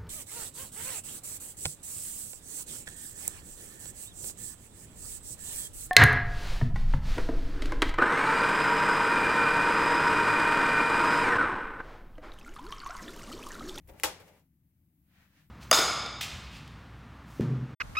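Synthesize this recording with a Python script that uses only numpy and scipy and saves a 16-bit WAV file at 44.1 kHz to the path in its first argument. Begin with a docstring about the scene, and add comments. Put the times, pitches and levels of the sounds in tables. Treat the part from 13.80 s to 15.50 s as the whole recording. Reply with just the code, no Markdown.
"""A few soft touches and a tick, then one sharp knock that rings round a bare room, and two small bounces:
a light plastic ball is handled among paper cups in a cardboard box. Each hit is a hard plastic crack,
the ringing modes of ball and box, and a swarm of echoes off cups, box and walls. Fingers rustle the
paper and the box thuds in the hand. Something soft swishes twice near the end; a low rumble and a thin
hiss lie beneath."""
import sys
import numpy as np
from scipy import signal
from scipy.fft import rfft, irfft, next_fast_len
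from scipy.io import wavfile

SR = 44100
rng = np.random.default_rng(int(sys.argv[2]) if len(sys.argv) > 2 else 0)


def generate_wav(sig):
    """Save sig (samples, or channels by samples) to the path in sys.argv[1] as 16-bit PCM at SR."""
    pcm = np.round(np.clip(np.atleast_2d(sig).T, -1, 1) * 32767).astype(np.int16)
    wavfile.write(sys.argv[1], SR, pcm)


N = 74970

# Fader of the hiss: time_s, level_db
HISS_FADER = [(0, -72), (.03, -80), (.09, -65), (.16, -74), (.6, -78.5), (.7, -82.5), (1.15, -80.5),
              (1.24, -77.5), (1.4, -76.5), (1.7, -77.5)]
# Tone of the hiss: pitch_hz, gain_db
HISS_COLOUR = [(400, -28), (600, -19), (1000, -15.5), (2500, -17), (6600, -20), (10000, -11.5), (13800, -2),
               (16000, -3.5)]
# Fader of the rumble: time_s, level_db
RUMBLE_FADER = [(0, -55), (.036, -64), (.098, -58), (.208, -62), (.254, -55), (.344, -62), (.45, -63),
                (.55, -67), (.9, -69), (1.3, -68), (1.7, -66.5)]
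# Tone of the rumble: pitch_hz, gain_db
RUMBLE_COLOUR = [(20, -11), (45, -16), (80, -2.5), (125, -9), (165, -5.5), (200, -13), (290, -14),
                 (330, -24.5), (420, -36.5)]
# Resonant humps in the rumble: pitch_hz, width_hz, gain_db
RUMBLE_HUMPS = [(78, 14, 3), (158, 18, 3), (287, 18, -9)]
# Stereo image of hiss and rumble: pitch_hz, left_right_correlation
BED_IMAGE = [(60, 1), (180, 1), (550, 1), (1650, -0.56), (4970, -0.06), (15000, -0.19)]
# Deep bumps of the handled box: time_s, gain_db
BUMP_FADER = [(0.0, -69), (0.066, -53.5), (0.082, -53), (0.106, -58), (0.12, -56), (0.14, -68.5),
              (0.176, -56.5), (0.214, -74.5), (0.244, -51), (0.274, -63), (0.296, -59.5), (0.392, -75.5),
              (0.444, -67), (0.5, -82.5)]
# The two swishes: time_s, gain_db, left_over_right_db, tilt_db_per_octave
SWISH_MOVES = [(1.22, -100, 0.5, -0.18), (1.3, -81.5, 0, 0.3), (1.36, -70, .6, -1), (1.41, -69, 1.3, -0.7),
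               (1.45, -70.5, 3.5, -1), (1.49, -77.5, 2, -0.5), (1.53, -75.5, 0, 0), (1.575, -71, 0, 0.5),
               (1.61, -72, 2.5, 0.6), (1.66, -80.5, -0.5, 0.4), (1.7, -92.5, 2.5, 1.1)]
# Tone of the swishes: pitch_hz, gain_db
SWISH_COLOUR = [(240, -39), (400, -9), (429, -13.5), (623, -6.5), (811, -7.5), (1160, -7), (1840, -0.5),
                (5130, -14), (11000, -21), (14300, -47.5), (22000, -120)]
# Paper under the hand: time_s, gain_db, tilt_db_per_octave
RUSTLE_MOVES = [(.05, -78, 0.9), (.075, -71, -0.8), (.096, -48.5, -0.6), (.115, -55.5, -4), (.156, -57, -2),
                (.19, -58.5, 1.3), (.23, -59.5, .1), (.38, -62, -1.17), (.41, -55, 0.56), (.44, -61, 0.5),
                (.486, -57, 0), (.51, -61, -1.07), (.58, -64, .5), (.62, -74.5, 0), (.67, -90.5, 2.24)]
# Tone of the paper: pitch_hz, gain_db
PAPER_COLOUR = [(300, -6.5), (520, 0), (850, -5.5), (1300, -13.5), (2200, -9.5), (3500, -18.5), (8000, -22),
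                (13000, -24), (16000, -27.5)]
# Stereo image of swishes, paper and echoes: pitch_hz, left_right_correlation
ACTION_IMAGE = [(60, 0.94), (240, 0.72), (950, 0.71), (3770, -0.19), (15000, 0.21)]
# Tone of a knock as the room returns it: pitch_hz, gain_db
ECHO_COLOUR = [(200, -29.5), (300, -8.5), (1000, -5.5), (2100, -1), (5200, -3), (9000, -4), (13500, -7.5),
               (16000, -14)]
# First fast decay of the echoes: pitch_hz, t60_s
EARLY_DECAY = [(250, 0.27), (700, .2), (2000, 0.073), (6000, 0.091), (14000, 0.061)]
# Room tail: pitch_hz, t60_s
TAIL_DECAY = [(250, 0.29), (700, 0.53), (2000, .4), (6000, .32), (14000, 0.2)]
# Slaps of the crack off the nearest walls: delay_s, gain_db
WALL_SLAPS = [(.0018, -3.5), (.0042, -7), (.012, -6.5), (.031, -16.5)]
# Modes of ball and box: pitch_hz, gain_db, t60_s
BODY_MODES = [(315, -3, .1), (428, -3, .1), (512, -1.5, .16), (604, -7, .1), (790, -5, .1),
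              (829, -1.5, .16), (905, -7, .2), (1099, -1.5, .08), (1340, -2.5, .09), (1600, -5, .07),
              (1745, -5, .07), (1995, -5, .08), (2448, -1.5, .05), (2925, -8, .07), (3352, -7, .16),
              (5620, -5, .05)]
# Hits of the ball, each with a send to ring and echoes: start_s, gain_db, tilt_db_per_octave, send_db
KNOCKS = [(0.0749, -60, 10.5, -7.7), (0.0888, -48, 1.25, -8.3), (.136, -51, -6.5, -0.5),
          (.199, -33, 2.5, -12.5), (0.2345, -12.5, 0.05, 2.44), (.400, -48, -4, 3.6), (0.479, -54, -1, 4.5),
          (.595, -61.5, 0, 1.1)]

HISS_PAN_DB, LOW_PAN_DB, PAPER_PAN_DB, KNOCK_PAN_DB = 2.5, 3.5, 2.5, 2
WHINE_HZ, WHINE_DB = 14200, -101
ECHO_DB, TAIL_DB, ECHOES_PER_S, ECHO_SPREAD_DB = -6, -14, 8200, 3.5
BUILD_S, BUILD_CYCLES = 0.00058, 3.0   # attack of the echo swarm, lows later
BODY_DB, SWELL_CYCLES, EAR_PHASE_RAD = -17.5, 3.0, 0.55
CRACK_DECAY_S, CRACK_DB, CRACK_LOW_CUT_HZ, KNOCK_LOW_CUT_HZ = 0.00052, 7, 1190, 260
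SHELL_BAND_HZ, SHELL_DB = (1300, 3325), 1   # the ball's shell lifts this band of the crack
TOP_STOP_HZ = 16800


def amp(db):
    return 10 ** (np.asarray(db) / 20)


def unit_rms(x):
    return x / np.sqrt(np.mean(x ** 2) + 1e-20)


def butter(x, order, hz, kind):
    return signal.sosfilt(signal.butter(order, hz, kind, fs=SR, output="sos"), x)


def automation(rows):
    """One curve per column, gliding between the timed rows."""
    times_s, *columns = np.transpose(rows)
    return [np.interp(np.arange(N) / SR, times_s, column) for column in columns]


def at_hz(points, hz):
    """Read a curve along a log pitch axis."""
    pitches_hz, values = np.transpose(points)
    return np.interp(np.log(hz), np.log(pitches_hz), values)


def drift(rate_hz):
    """Slow random wobble of rms 1."""
    hop, settle = 40, 2000
    pole = np.exp(-2 * np.pi * rate_hz * hop / SR)
    white = rng.standard_normal(N // hop + settle + 2)
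    slow = signal.lfilter([1], [1, -2 * pole, pole * pole], white)[settle:]
    return np.interp(np.arange(N) / hop, np.arange(len(slow)), unit_rms(slow))


def pan(db):
    """Stereo gains that put left db above right."""
    return amp(np.array([db / 2, -db / 2]).reshape(2, -1))


def bands(white, low_hz, image):
    """Third-octave stereo bands; two mid-side noises alternate so that neighbours are unrelated."""
    edges = low_hz * 2 ** np.arange(0, np.log2(17000 / low_hz), 1 / 3)
    for k, (low, high) in enumerate(zip(edges, edges[1:])):
        mid, side = butter(white[k % 2], 2, [low, high], "band")
        hz = np.sqrt(low * high)
        alike = np.clip(at_hz(image, hz), -1, 1)
        yield hz, np.sqrt(1 + alike) * mid + np.sqrt(1 - alike) * side * [[1], [-1]]


def coloured_noise(colour, image, low_hz, flicker_db, tilt=0):
    """Stereo noise of rms 1 whose bands flicker a little, together and apart."""
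    shared_drift = drift(10)
    white = rng.standard_normal((2, 2, N))
    out = 0
    for hz, band in bands(white, low_hz, image):
        flicker = flicker_db * (shared_drift + drift(5.9))
        out = out + amp(at_hz(colour, hz) + flicker + tilt * np.log2(hz / 700)) * band
    return unit_rms(out)


def resonant_noise(pitch_hz, width_hz):
    """White noise through one resonance."""
    radius, angle = np.exp(-np.pi * width_hz / SR), 2 * np.pi * pitch_hz / SR
    poles = [1, -2 * radius * np.cos(angle), radius ** 2]
    return signal.lfilter([1, 0, -1], poles, rng.standard_normal(N))


def hiss():
    """Thin hiss, strongest at the top, with a faint wavering whine."""
    level_db, = automation(HISS_FADER)
    phase = 2 * np.pi * WHINE_HZ * np.arange(N) / SR + 1.5 * drift(20)
    whine = np.sqrt(2) * amp(WHINE_DB) * np.sin(phase)
    air = coloured_noise(HISS_COLOUR, BED_IMAGE, low_hz=400, flicker_db=0.5)
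    return pan(HISS_PAN_DB) * (amp(level_db) * air + whine)


def rumble():
    """A low bed with three resonant humps, swelling while the box is handled."""
    level_db, = automation(RUMBLE_FADER)
    low = coloured_noise(RUMBLE_COLOUR, BED_IMAGE, low_hz=20, flicker_db=0.8)
    for hz, width_hz, hump_db in RUMBLE_HUMPS:
        low = low + amp(hump_db - 8) * unit_rms(resonant_noise(hz, width_hz))
    return amp(level_db) * pan(LOW_PAN_DB) * unit_rms(butter(low, 5, 340, "low"))


def box_bumps():
    """Deep, slow thuds carried through the box and the hand."""
    gain_db, = automation(BUMP_FADER + [(0.6, -100)])   # faded out by 0.6 s
    thud = butter(resonant_noise(pitch_hz=62, width_hz=30), 4, 110, "low")
    return amp(gain_db - 0.5) * pan(LOW_PAN_DB) * unit_rms(thud)


def swishes():
    """Two soft strokes of smooth noise, leaning left."""
    gain_db, pan_db, tilt = automation(SWISH_MOVES)
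    stroke = coloured_noise(SWISH_COLOUR, ACTION_IMAGE, low_hz=400, flicker_db=0.5, tilt=tilt)
    return amp(gain_db + 2.5) * pan(pan_db) * stroke


def paper_rustle():
    """Fingers brush the paper cups: noise that shifts in level and brightness."""
    gain_db, tilt = automation(RUSTLE_MOVES)
    paper = coloured_noise(PAPER_COLOUR, ACTION_IMAGE, low_hz=300, flicker_db=0.42, tilt=tilt)
    return amp(gain_db) * pan(PAPER_PAN_DB) * paper


def strikes(hz, send=False):
    """One click per knock, as strong as it is at this pitch; send adds its send gain."""
    start_s, gain_db, tilt, send_db = np.transpose(KNOCKS)
    clicks = np.full(N, 1e-18)
    clicks[(start_s * SR).astype(int)] = amp(gain_db + tilt * np.log2(hz / 2000) + send * send_db)
    return clicks


def echo_swarm():
    """Cups, box and walls return each knock as a swarm of echoes that dies in two stages, band by band."""
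    t = np.arange(SR // 2) / SR
    shape, fft_size = (2, 2, len(t)), next_fast_len(N + len(t))
    strength = amp(ECHO_SPREAD_DB * np.minimum(rng.exponential(1, shape), 2))
    polarity = rng.choice([-1, 1], shape)
    arrives = rng.random(shape) < ECHOES_PER_S * (1 + t / 0.01) / SR   # thickens from its starting rate
    spectrum = 0
    for hz, band in bands(unit_rms(strength * polarity * arrives), 180, ACTION_IMAGE):
        attack = 1 - np.exp(-t / (BUILD_S + BUILD_CYCLES / hz))
        early = amp(-60 * t / at_hz(EARLY_DECAY, hz))
        tail = amp(TAIL_DB - 60 * t / at_hz(TAIL_DECAY, hz))
        response = amp(at_hz(ECHO_COLOUR, hz)) * band * attack * (early + tail)
        spectrum = spectrum + rfft(response, fft_size) * rfft(strikes(hz, send=True), fft_size)
    return amp(ECHO_DB) * irfft(spectrum, fft_size)[:, :N]


def body_ring():
    """After each knock the modes of ball and box swell in and ring, with a different phase at each ear."""
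    t = np.arange(SR // 3) / SR
    spectrum, fft_size = 0, next_fast_len(N + len(t))
    for hz, gain_db, t60_s in BODY_MODES:
        phase = rng.uniform(0, 2 * np.pi) + rng.choice([-1, 1]) * EAR_PHASE_RAD * np.array([[1], [-1]])
        swell = 1 - np.exp(-t * hz / SWELL_CYCLES)
        ring = np.sin(2 * np.pi * hz * t + phase) * swell * amp(gain_db - 60 * t / t60_s)
        spectrum = spectrum + rfft(ring, fft_size) * rfft(strikes(hz, send=True), fft_size)
    return amp(BODY_DB) * irfft(spectrum, fft_size)[:, :N]


def snap(clicks):
    """Turn each click into a tiny dying noise burst, slightly different at each ear."""
    t = np.arange(SR // 30) / SR
    burst = rng.standard_normal(len(t)) + 0.27 * rng.standard_normal((2, len(t)))
    burst *= np.exp(-t / CRACK_DECAY_S)
    burst /= np.linalg.norm(burst, axis=1, keepdims=True)
    return signal.fftconvolve(clicks[None], burst, axes=1)[:, :N]


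def ball_crack():
    """The hard plastic tick of each knock and its slaps off the nearest walls, coloured by the shell."""
    crack = snap(strikes(hz=3000))
    for delay_s, gain_db in WALL_SLAPS:
        delayed = np.roll(strikes(hz=3000, send=True), int(delay_s * SR))
        crack = crack + amp(gain_db) * snap(delayed)
    shell = amp(SHELL_DB) * butter(crack, 2, SHELL_BAND_HZ, "band")
    return amp(CRACK_DB) * butter(crack + shell, 2, CRACK_LOW_CUT_HZ, "high")


def scene():
    """The knocks up front, over the handling noises and the bed."""
    knocks = butter(ball_crack() + body_ring() + echo_swarm(), 6, KNOCK_LOW_CUT_HZ, "high")
    return pan(KNOCK_PAN_DB) * knocks + paper_rustle() + swishes() + rumble() + box_bumps() + hiss()


def record(dry):
    """A steep high cut takes off the very top."""
    return signal.sosfilt(signal.cheby2(14, 60, TOP_STOP_HZ, fs=SR, output="sos"), dry)


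dry = scene()
out = record(dry)
generate_wav(out)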